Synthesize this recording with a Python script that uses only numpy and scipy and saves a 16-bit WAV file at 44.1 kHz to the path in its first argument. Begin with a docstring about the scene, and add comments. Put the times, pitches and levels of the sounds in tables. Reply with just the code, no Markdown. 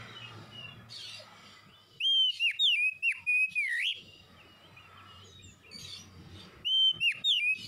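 """A walled garden on a phone microphone: traffic, street and a wavering hum lie under thin far whistles,
wheezes and rasps. At two seconds a caged songbird close by whistles a loud phrase, some notes breaking into
a fast trill. Then a small bird across the garden sings hooked notes and a neighbour wheezes and rasps.
The near bird sings again, and a last wheeze and rasp follow.
The phone lifts its gain in every pause, so garden and echo swell between the notes."""
import sys
import numpy as np
from scipy import signal
from scipy.fft import rfft, irfft, next_fast_len
from scipy.io import wavfile
from scipy.ndimage import uniform_filter1d, minimum_filter1d, map_coordinates

SR = 44100
rng = np.random.default_rng(int(sys.argv[2]) if len(sys.argv) > 2 else 0)


def log_audio(samples):
    """Write samples as a 16-bit WAV file to the path given in sys.argv[1]."""
    # one column per channel
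    frames = np.atleast_2d(samples).T
    # limit to full scale, then quantise
    limited = np.clip(frames, -1, 1)
    pcm = np.round(limited * 32767).astype(np.int16)
    wavfile.write(sys.argv[1], SR, pcm)


N = 338247

# Levels in the tables are relative: distance, partials and the phone's gain change them later.
# Overtones of the near bird. Each row: multiple of the pitch, level in dB before the throat.
OVERTONES = [(2, -32.5), (3, -45.5), (4, -37.5), (5, -41.5), (6, -41), (7, -42)]
# Throat that colours those overtones. Each row: frequency in Hz, gain in dB.
THROAT = [(3600, 11), (5000, -5.5), (7300, 1), (8400, -5.5), (9700, 8.5), (11200, -0.5), (12700, -19),
          (15000, -4)]
# Hoarse air of the near bird. Each row: frequency in Hz, relative density in dB per Hz.
BREATH = [(1200, -18), (2000, -1.5), (4000, 2.5), (6000, -9), (7800, -16.5), (9600, -1), (12500, -21),
          (15500, -19.5)]

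# Syllables of the near bird, tuned later. Each row: share of the length, pitch in Hz, level in dB.
CREST = [(0, 2417, -23), (.032, 2630, -11.5), (.16, 3150, -0.5), (.23, 3196, 1), (.35, 3217, 0.5),
         (.68, 3108, 2.5), (.87, 3034, -1), (.95, 2914, -1.5), (1, 2816, -14)]
HELD = [(0, 2500, -27.5), (.036, 2800, -18), (.1, 2903, -2), (.14, 3010, -5), (.33, 3123, -1.5),
        (.89, 3090, 3), (.95, 3054, -6), (1, 3000, -7.5)]
HOOK = [(0, 2607, -25), (.1, 2700, -12), (.25, 2824, -0.5), (.44, 2877, 1), (.6, 2744, 3),
        (.85, 2320, -5.5), (.91, 2130, -11.5), (1, 1470, -21.5)]
FALL = [(0, 3693, -35.5), (.08, 3760, -8.5), (.18, 3720, 0), (.37, 3565, 2), (.55, 3082, 0.5),
        (.72, 2900, -1), (.9, 2748, -1), (1, 2530, -6)]
RISE = [(0, 2200, 2), (.06, 2404, -6), (.25, 2424, -2), (.75, 2571, 2), (.93, 2585, -6.5), (1, 2613, -28.5)]
FLAT = [(0, 2400, -36), (.063, 2463, -13.5), (.155, 2469, 1), (.34, 2459, -0.1), (.9, 2541, 1),
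        (.96, 2569, -8.5), (1, 2480, -1)]
SWOOP = [(0, 2535, -12.5), (.084, 2465, 4), (.19, 2292, -1), (.39, 1913, -2), (.5, 1864, -0.5),
         (.62, 1920, -1.5), (.73, 2415, -0.2), (.78, 2744, 0.5), (.84, 3091, 0.8), (.94, 3005, -0.5),
         (.965, 2895, -10.5), (1, 2206, -13)]
# Trill or hoarse break of a syllable. Each row: share of the length, beats per second,
# swing in Hz before the note's trill depth, breath under the tone in dB.
HOOK_BREAK = [(.5, 120, 2, -59), (.83, 120, 97, -26), (1, 90, 64, -11)]
FALL_TRILL = [(.28, 97, 4.3, -60), (.43, 97.6, 85, -55.5), (.9, 89.3, 42, -45.5), (1, 70.87, 42, -21.5)]
SWOOP_TRILL = [(.02, 68.2, 2, -42), (.25, 65.6, 8, -27.5), (.34, 66.2, 70, -22.5), (.62, 68, 66, -25),
               (.7, 83, 261, -21), (.83, 95.8, 263, -40.5), (1.002, 122.3, 270, -30)]
# The near song. Each row: syllable, its trill, start in seconds, length in seconds, highest pitch in Hz
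# before the sag, sag over the note in Hz, level in dB, swell over the note in dB, overtones in dB,
# trill depth as a factor.
SUNG = [(CREST, [], 2.0, .314, 3208, 0, -26.5, 0, -1.02, 0),
        (HOOK, HOOK_BREAK, 2.392, 0.13, 2845, 10, -27, .3, 2.1, 1),
        (FALL, FALL_TRILL, 2.586, .175, 3782, 52, -25.5, .3, 4.6, .6), (RISE, [],
        2.757, .149, 2590, 5, -27, -0.32, -2.5, 0),
        (HOOK, HOOK_BREAK, 3.022, 0.11, 2835, 110, -27.5, .3, .4, 1), (FLAT, [],
        3.26, 0.2044, 2576, 0, -27, 0, -1, 0), (SWOOP, SWOOP_TRILL, 3.552, .381, 3082, 0, -30, 0, 2, 1),
        (HELD, [], 6.645, .274, 3127, 0, -25.5, 0, -3.5, 0),
        (HOOK, HOOK_BREAK, 7.0, 0.13, 2845, 5.6, -26.5, -.3, 3.3, 1.05),
        (FALL, FALL_TRILL, 7.236, .166, 3743, -90.5, -26.5, -.3, 7.1, 1.7), (RISE, [],
        7.397, .151, 2600, 12, -27.5, .3, -3, 0)]

# Hooked notes of a small bird. Each row: share of the length, nominal pitch in Hz, level in dB.
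DROP = [(0, 3260, 5), (.4, 3100, -8), (1, 2420, 6)]
DIP = [(0, 2950, -7), (.15, 2994, 1), (.52, 2890, -2), (.8, 3000, -3), (1, 3400, -2)]
JUMP = [(0, 2493, 2), (.17, 2500, -1), (.28, 2950, 1), (1, 2710, -2.5)]
# Its song. Each row: shape, start in seconds, length in seconds, sag over the note in Hz, level in dB.
HOOKS = [(DROP, 4.365, 0.057, -100, -59), (DIP, 4.445, .235, 5.6, -62.5), (JUMP, 4.765, 0.11, 5, -59),
         (DROP, 4.972, 0.045, 120, -59), (DIP, 5.055, .2, 4.2, -59.5), (JUMP, 5.39, 0.121, 5, -61),
         (DROP, 5.625, 0.019, 60, -62), (JUMP, 5.64, 0.099, 290, -58.5)]
# Far whistles and chirps. Each row: start in seconds, length in seconds, first pitch in Hz,
# last pitch in Hz, peak in dB, place of the peak as a share of the length.
WHISTLES = [(.06, 0.102, 4020, 3670, -55.5, 0.43), (.145, 0.13, 3047, 2754, -47, 0.12),
            (.2, .06, 2590, 2480, -50, .4), (.51, 0.2, 2930, 2750, -43.5, 0.43),
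            (.67, 0.15, 3454, 3260, -58.5, 0.12), (.6, 0.14, 1093, 1050, -57.5, 0.55),
            (1.15, 0.088, 718, 539, -54.5, 0.33), (1.27, .08, 850, 790, -56.5, .15),
            (1.55, 0.066, 1997, 2030, -58.5, 0.18), (1.65, .095, 2150, 3400, -65, .7),
            (1.74, 0.057, 3520, 3540, -61.5, 0.28), (1.72, .15, 2970, 3100, -62, .15),
            (1.9, .1, 2915, 2980, -57, 0.73), (3.14, .12, 1040, 895, -55.5, 0.23),
            (4.02, 0.22, 2793, 2826, -60, 0.48), (4.41, 0.046, 2530, 2500, -60, .25),
            (4.95, 0.27, 1130, 1180, -59, 0.77), (5.2, 0.33, 4000, 3456, -60, .4),
            (5.23, .08, 7050, 5990, -58.5, 0.4), (5.42, 0.11, 7590, 6640, -55.5, .55),
            (7.25, 0.084, 2723, 2420, -34.5, .15)]
# A neighbour's wheezy notes. Each row: start in seconds, length in seconds, strongest partial at first
# in Hz, at last in Hz, peak in dB, place of the peak as a share of the length.
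WHEEZES = [(.9, 0.086, 4470, 4366, -50.5, 0.78), (.92, 0.073, 4110, 3250, -51.5, 0.71),
           (.98, .1, 3300, 2800, -50, 0.34), (1.08, 0.084, 4050, 3880, -57.5, 0.8),
           (1.08, 0.085, 2764, 2737, -60, .45), (1.13, 0.068, 4650, 5000, -55, .25),
           (2.3, .1, 4520, 4070, -52, 0.76), (5.71, .1, 4510, 4697, -50, 0.84),
           (5.79, 0.056, 6450, 6480, -54.5, .25), (5.83, 0.068, 3830, 3580, -58, 0.21),
           (5.87, 0.079, 4700, 4390, -49, 0.12), (5.9, 0.063, 3030, 3220, -66, .6),
           (5.965, 0.094, 5794, 5930, -62.5, .3), (7.62, .045, 5020, 4445, -48.5, .8)]
# Partials of a wheeze. Each row: multiple of the strongest partial, level in dB.
WHEEZE_PARTIALS = [(.5, -6.5), (1, 7.5), (1.5, -8.5), (2, -7.5), (2.5, -20)]
# Breathy rasp of those calls. Each row: start in seconds, length in seconds, peak in dB,
# shares of the length where the hold starts and where it ends.
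RASPS = [(.885, .4, -50, 0.22, 0.54), (2.279, 0.16, -42.5, 0.1467, .9), (3.49, 0.087, -51, 0.48, .85),
         (5.78, .31, -53, 0.054, .6), (6.28, 0.27, -59.5, 0.43, 0.5), (7.532, 0.17, -49, .1, .9)]
# Colour of the rasp. Each row: frequency in Hz, relative density in dB per Hz.
RASP_COLOUR = [(880, -35), (1500, -46.5), (1790, -22.5), (2840, 3.5), (4540, -0.5), (5310, -9),
               (6040, -9.5), (8100, -20.5), (8850, -19), (12100, -23.5), (15600, -45.5)]

# Decay of the garden walls. Each row: frequency in Hz, time to fall by 60 dB in seconds.
WALLS = [(1000, 0.12), (3000, 0.27), (8000, 0.25), (15000, 0.17)]
# Background levels. Each row: time in seconds, traffic in dB, street in dB, garden in dB.
AIR = [(0, -55, -53, -60.5), (0.6, -58, -59, -61), (0.85, -58.5, -62.5, -76.5), (1.2, -66, -60.5, -67),
       (1.5, -65, -58.5, -56.5), (1.75, -68, -68.5, -74.5), (2, -62.5, -70.5, -62),
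       (3.1, -69.5, -70.5, -70), (4.0, -59.5, -73.5, -61), (4.4, -62.5, -63, -70.5),
       (4.85, -60.5, -60.5, -68.5), (5.2, -60.5, -61.5, -63.5), (5.45, -57, -72, -65.5),
       (5.7, -61, -64, -75.5), (6.2, -54.5, -60, -64), (6.6, -55, -61, -68.5), (7, -53, -59, -68),
       (7.6, -56, -66.5, -60)]
# The low hum. Each row: time in seconds, pitch in Hz, level in dB.
HUM = [(0, 113.6, -58.5), (0.25, 113.7, -51), (0.9, 111.8, -59), (1.25, 106.7, -60.5), (1.6, 99, -72.5),
       (2.5, 93.8, -68.5), (4.6, 93.5, -70), (4.85, 92.5, -61.5), (5.35, 92.8, -54.5), (5.7, 92.3, -65),
       (6.3, 93.7, -52.5), (6.5, 93.4, -71), (7.2, 115, -60.5), (7.6, 110.4, -55)]
# Colours of the three background beds. Each row: frequency in Hz, relative density in dB per Hz.
TRAFFIC = [(15, -67.5), (25, -50.5), (59, -20), (102, 0), (220, -4), (258, -15), (330, -8.5), (482, -14.5),
           (800, -37.5), (1040, -61), (1760, -120)]
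STREET = [(350, -25.5), (600, -2), (945, -9), (1110, -5), (1270, 5), (1460, -7.5), (1830, -6), (2310, -8),
          (2600, -10.5), (3380, -36.5), (5720, -120)]
GARDEN = [(1060, -39.5), (1800, -21.5), (2660, -15), (2880, -1.5), (3610, -2.5), (3920, -2.5),
          (4250, -12.5), (4740, -3.5), (5890, -13.5), (6330, -29.5), (6990, -14.5), (8300, -25),
          (10300, -26), (15600, -46)]
# The phone's own noise. Each row: frequency in Hz, relative density in dB per Hz.
HISS = [(20, 10.5), (1000, -9), (8000, -5), (12000, -6.5), (15700, -7)]

TOP_HZ = 15700  # upper edge of the phone's band
RISING_DB, FALLING_DB = 7, -2  # overtones gain this in a fast glide up, down
GLIDE_HZ_PER_S = 5300  # the glide that brings most of it
WHISTLE_SWELL, WHEEZE_SWELL = (8.5, 9.3), (4.4, 10.4)  # dB below the peak at the start, at the end
RASP_IN_DB, RASP_OUT_DB = 12.5, 21.5  # below the peak at the start, at the end


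def songbird():
    """A nearly pure whistle; in a trill the pitch leaps up and slides down, the tone breaks at the bottom, air leaks."""
    swing, breaks_db, hoarse = np.zeros((3, N))
    uneven, depth, rattle = wobble(45), amp(2.5 + 5.6 * wobble(50)), wobble(260)
    song, trills = sung()
    for rows in trills:
        at, edge, (rate, swing_hz, hoarse_db) = span(rows)
        beat = 2 * np.pi * np.cumsum(rate) / SR + .5 * uneven[at]
        swing[at] = edge * swing_hz * (np.sin(beat) + 0.16 * np.sin(2 * beat) + .3 * rattle[at])
        strain = edge * np.tanh(swing_hz / 120)  # wider swings unsettle the tone, up to a limit
        room = np.clip((100 - rate) / 28, .12, 1)  # slow beats leave time for a gap
        gap = room * ((1 - np.sin(beat + 0.32)) / 2) ** 6
        breaks_db[at] = strain * (2.0 * rattle[at] - 9 * depth[at] * gap)
        hoarse[at] = edge * amp(hoarse_db)
    bend_hz = swing + 5 * wobble(60)
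    shake_db = breaks_db + 0.38 * wobble(45)
    tone = notes(song, [(1, 0.0013)] + OVERTONES, bend_hz, shake_db, THROAT)
    effort = np.abs(signal.hilbert(tone, next_fast_len(N))[:N])  # the breath follows the tone's envelope
    return tone + hoarse * effort * rush(BREATH, patchy_db=6, bins=8, frames=4)


def sung():
    """Every syllable stretched, tuned and sagging as its row says; overtones follow the glide of the pitch."""
    song, trills = [], []
    for shape, trill, start, length, top_hz, sag_hz, db, swell_db, overtones_db, depth in SUNG:
        share, hz, level = np.transpose(shape)
        s = start + share * length
        hz = hz * top_hz / hz.max() - sag_hz * share
        glide = np.tanh(np.gradient(hz, s) / GLIDE_HZ_PER_S)
        bright_db = overtones_db + np.where(glide > 0, RISING_DB, -FALLING_DB) * glide
        song.append(np.transpose([s, hz, db + level + swell_db * share, bright_db]))
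        if trill:
            trills.append([(start + at * length, rate, depth * swing_hz, air_db)
                           for at, rate, swing_hz, air_db in trill])
    return song, trills


def far_birds():
    """All the farther calls, their direct sound blurred by the echo of the walls."""
    hooks, whistles, wheezes, rasps = hooked_song(), far_whistles(), neighbour_wheezes(), neighbour_rasps()
    direct = hooks + amp(-8.0) * (whistles + wheezes) + rasps
    echo = walls(0.62 * hooks + whistles + wheezes + rasps)
    return direct + amp(-8) * echo


def hooked_song():
    """A small bird heard straight across the garden: single sine partials bent along hooked shapes."""
    song = [[(start + at * length, hz - sag_hz * at, db + level) for at, hz, level in shape]
            for shape, start, length, sag_hz, db in HOOKS]
    return notes(song, [(0.98, 0)], 12 * wobble(70), 3.0 * wobble(40))  # 2 % under the nominal pitch


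def far_whistles():
    """Thin, unsteady whistles and chirps: a sine with a faint octave."""
    return notes(glides(WHISTLES, WHISTLE_SWELL), [(1, 3.0), (2, -28.5)], 38 * wobble(100), 5 * wobble(80))


def neighbour_wheezes():
    """Notes rich in partials, roughened by fast random shakes of pitch and level."""
    return notes(glides(WHEEZES, WHEEZE_SWELL), WHEEZE_PARTIALS, 45 * wobble(250), 5 * wobble(150))


def neighbour_rasps():
    """Breathy calls: streaky coloured noise that rises, holds and fades."""
    level = np.zeros(N)
    for s, length, peak_db, rise, hold in RASPS:
        end = min(s + length, N / SR)
        at, edge, (db,) = span([(s, peak_db - RASP_IN_DB), (s + rise * length, peak_db),
                                (s + hold * length, peak_db), (end, peak_db - RASP_OUT_DB)])
        level[at] = edge * amp(db)
    return level * amp(3.5 + 0.88 * wobble(130)) * rush(RASP_COLOUR, patchy_db=7.0, bins=3, frames=6)


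def walls(x):
    """The garden's answer: a short delay, then a noise tail whose frequencies each die at their own speed."""
    hz, t, z = signal.stft(rng.standard_normal(SR * 3 // 4), SR, nperseg=256)
    decay = amp(-60 * t / along(WALLS, hz)[:, None])
    tail = signal.istft(z * decay, SR, nperseg=256)[1]
    return signal.fftconvolve(np.pad(x, (300, 0)), tail / np.linalg.norm(tail))[:N]


def background():
    """Traffic rumble, street noise, and a garden of far calls smeared into thin streaks; the hum wavers."""
    traffic_db, street_db, garden_db = curves(AIR)
    traffic = amp(traffic_db + 1.3 * wobble(9.6)) * rush(TRAFFIC, patchy_db=5.0, bins=2, frames=8)
    street = amp(street_db + 1.2 * wobble(6)) * rush(STREET, patchy_db=4, bins=2, frames=26)
    garden = amp(garden_db + 1.2 * wobble(5)) * rush(GARDEN, patchy_db=6, bins=2, frames=30)
    return low_hum() + traffic + street + garden


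def low_hum():
    """A low tone and its octave, wandering in pitch and level."""
    hum_hz, hum_db = curves(HUM)
    phase = 2 * np.pi * np.cumsum(hum_hz + 4 * wobble(25)) / SR
    return amp(hum_db + 3.6 * wobble(17)) * (np.sin(phase) + 0.28 * np.sin(2 * phase))


def notes(tables, partials, bend_hz, shake_db, colour=((1, 0),)):
    """Sine notes with partials; bend_hz adds to the pitch, shake_db to the level, a last column to the overtones."""
    out = np.zeros(N)
    for rows in tables:
        at, edge, (hz, db, *bright_db) = span(rows)
        hz = uniform_filter1d(hz, round(0.0066 * SR), mode="nearest")  # pitch muscles round every corner
        hz = hz + bend_hz[at]
        phase = 2 * np.pi * np.cumsum(hz) / SR
        tone = 0
        for k, partial_db in partials:
            overtone_db = (along(colour, k * hz) + sum(bright_db)) * (k > 1)
            in_band = k * hz < TOP_HZ
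            tone = tone + amp(partial_db + overtone_db) * in_band * np.sin(k * phase)
        out[at] += np.sqrt(2) * edge * amp(db + shake_db[at]) * tone
    return out


def glides(rows, swell):
    """Each note slides from its first pitch to its last, swelling to one peak."""
    in_db, out_db = swell
    return [[(s, a, db - in_db), (s + peak * length, a + peak * (b - a), db), (s + length, b, db - out_db)]
            for s, length, a, b, db, peak in rows]


def rush(spectrum, patchy_db, bins, frames):
    """Coloured noise of rms 1 with patches of random gain, smoothed over bins and frames."""
    hz, _, z = signal.stft(rng.standard_normal(N), SR, nperseg=1024)
    field = uniform_filter1d(rng.standard_normal(z.shape), bins, axis=0)
    field = uniform_filter1d(field, frames, axis=1)
    z = z * amp(patchy_db * unit(field) + along(spectrum, hz)[:, None])
    return unit(signal.istft(z, SR, nperseg=1024)[1][:N])


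def wobble(rate):
    """A smooth random curve, rate knots a second."""
    knots = rng.standard_normal(int(N * rate / SR) + 4)
    return map_coordinates(knots, [np.arange(N) * rate / SR])


def span(rows):
    """The samples that a table covers, and its columns on them, with soft ends."""
    s, *cols = np.transpose(rows)
    at = np.arange(round(s[0] * SR), min(round(s[-1] * SR), N))
    edge = np.clip(np.minimum(at - at[0], at[-1] - at) / (0.0076 * SR), 0, 1)
    return at, edge, [np.interp(at / SR, s, c) for c in cols]


def curves(rows):
    """One value per sample for each column after the time."""
    s, *cols = np.transpose(rows)
    return [np.interp(np.arange(N) / SR, s, c) for c in cols]


def along(points, hz):
    """(Hz, value) points on a log axis."""
    f, v = np.transpose(points)
    return np.interp(np.log(hz + 1), np.log(f + 1), v)


def unit(x):
    """Scaled to rms 1."""
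    return x / np.sqrt(np.mean(x ** 2) + 1e-20)


def amp(db):
    """Decibels to gain."""
    return 10 ** (np.asarray(db) / 20)


def scene():
    """The near bird, its echo, and all else far behind it."""
    bird = songbird()
    echo = amp(-23.5) * walls(bird)
    distance = amp(-18.5) * (far_birds() + background())
    return (bird + echo + distance)[None]


def record(dry):
    """Gain control lifts quiet moments, ducks just ahead of a loud note and lets go fast; then hiss and band limit."""
    power = np.abs(uniform_filter1d(dry[0] ** 2, round(0.0022 * SR)))
    level_db = 10 * np.log10(power + 1e-12)
    lift_db = np.clip(-.95 * (level_db + 42), 0, 19.9)  # lifts whatever lies under -42 dB
    lift_db = minimum_filter1d(lift_db, round(0.0025 * SR))
    lift_db = uniform_filter1d(lift_db, round(0.046 * SR))  # centred, so it also looks ahead
    x = dry * amp(lift_db) + amp(-75.5) * rush(HISS, patchy_db=1.5, bins=20, frames=6)
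    m = next_fast_len(N)
    in_band = np.fft.rfftfreq(m, 1 / SR) < TOP_HZ
    return irfft(rfft(x, m) * in_band, m)[:, :N]


dry = scene()
out = record(dry)
log_audio(out)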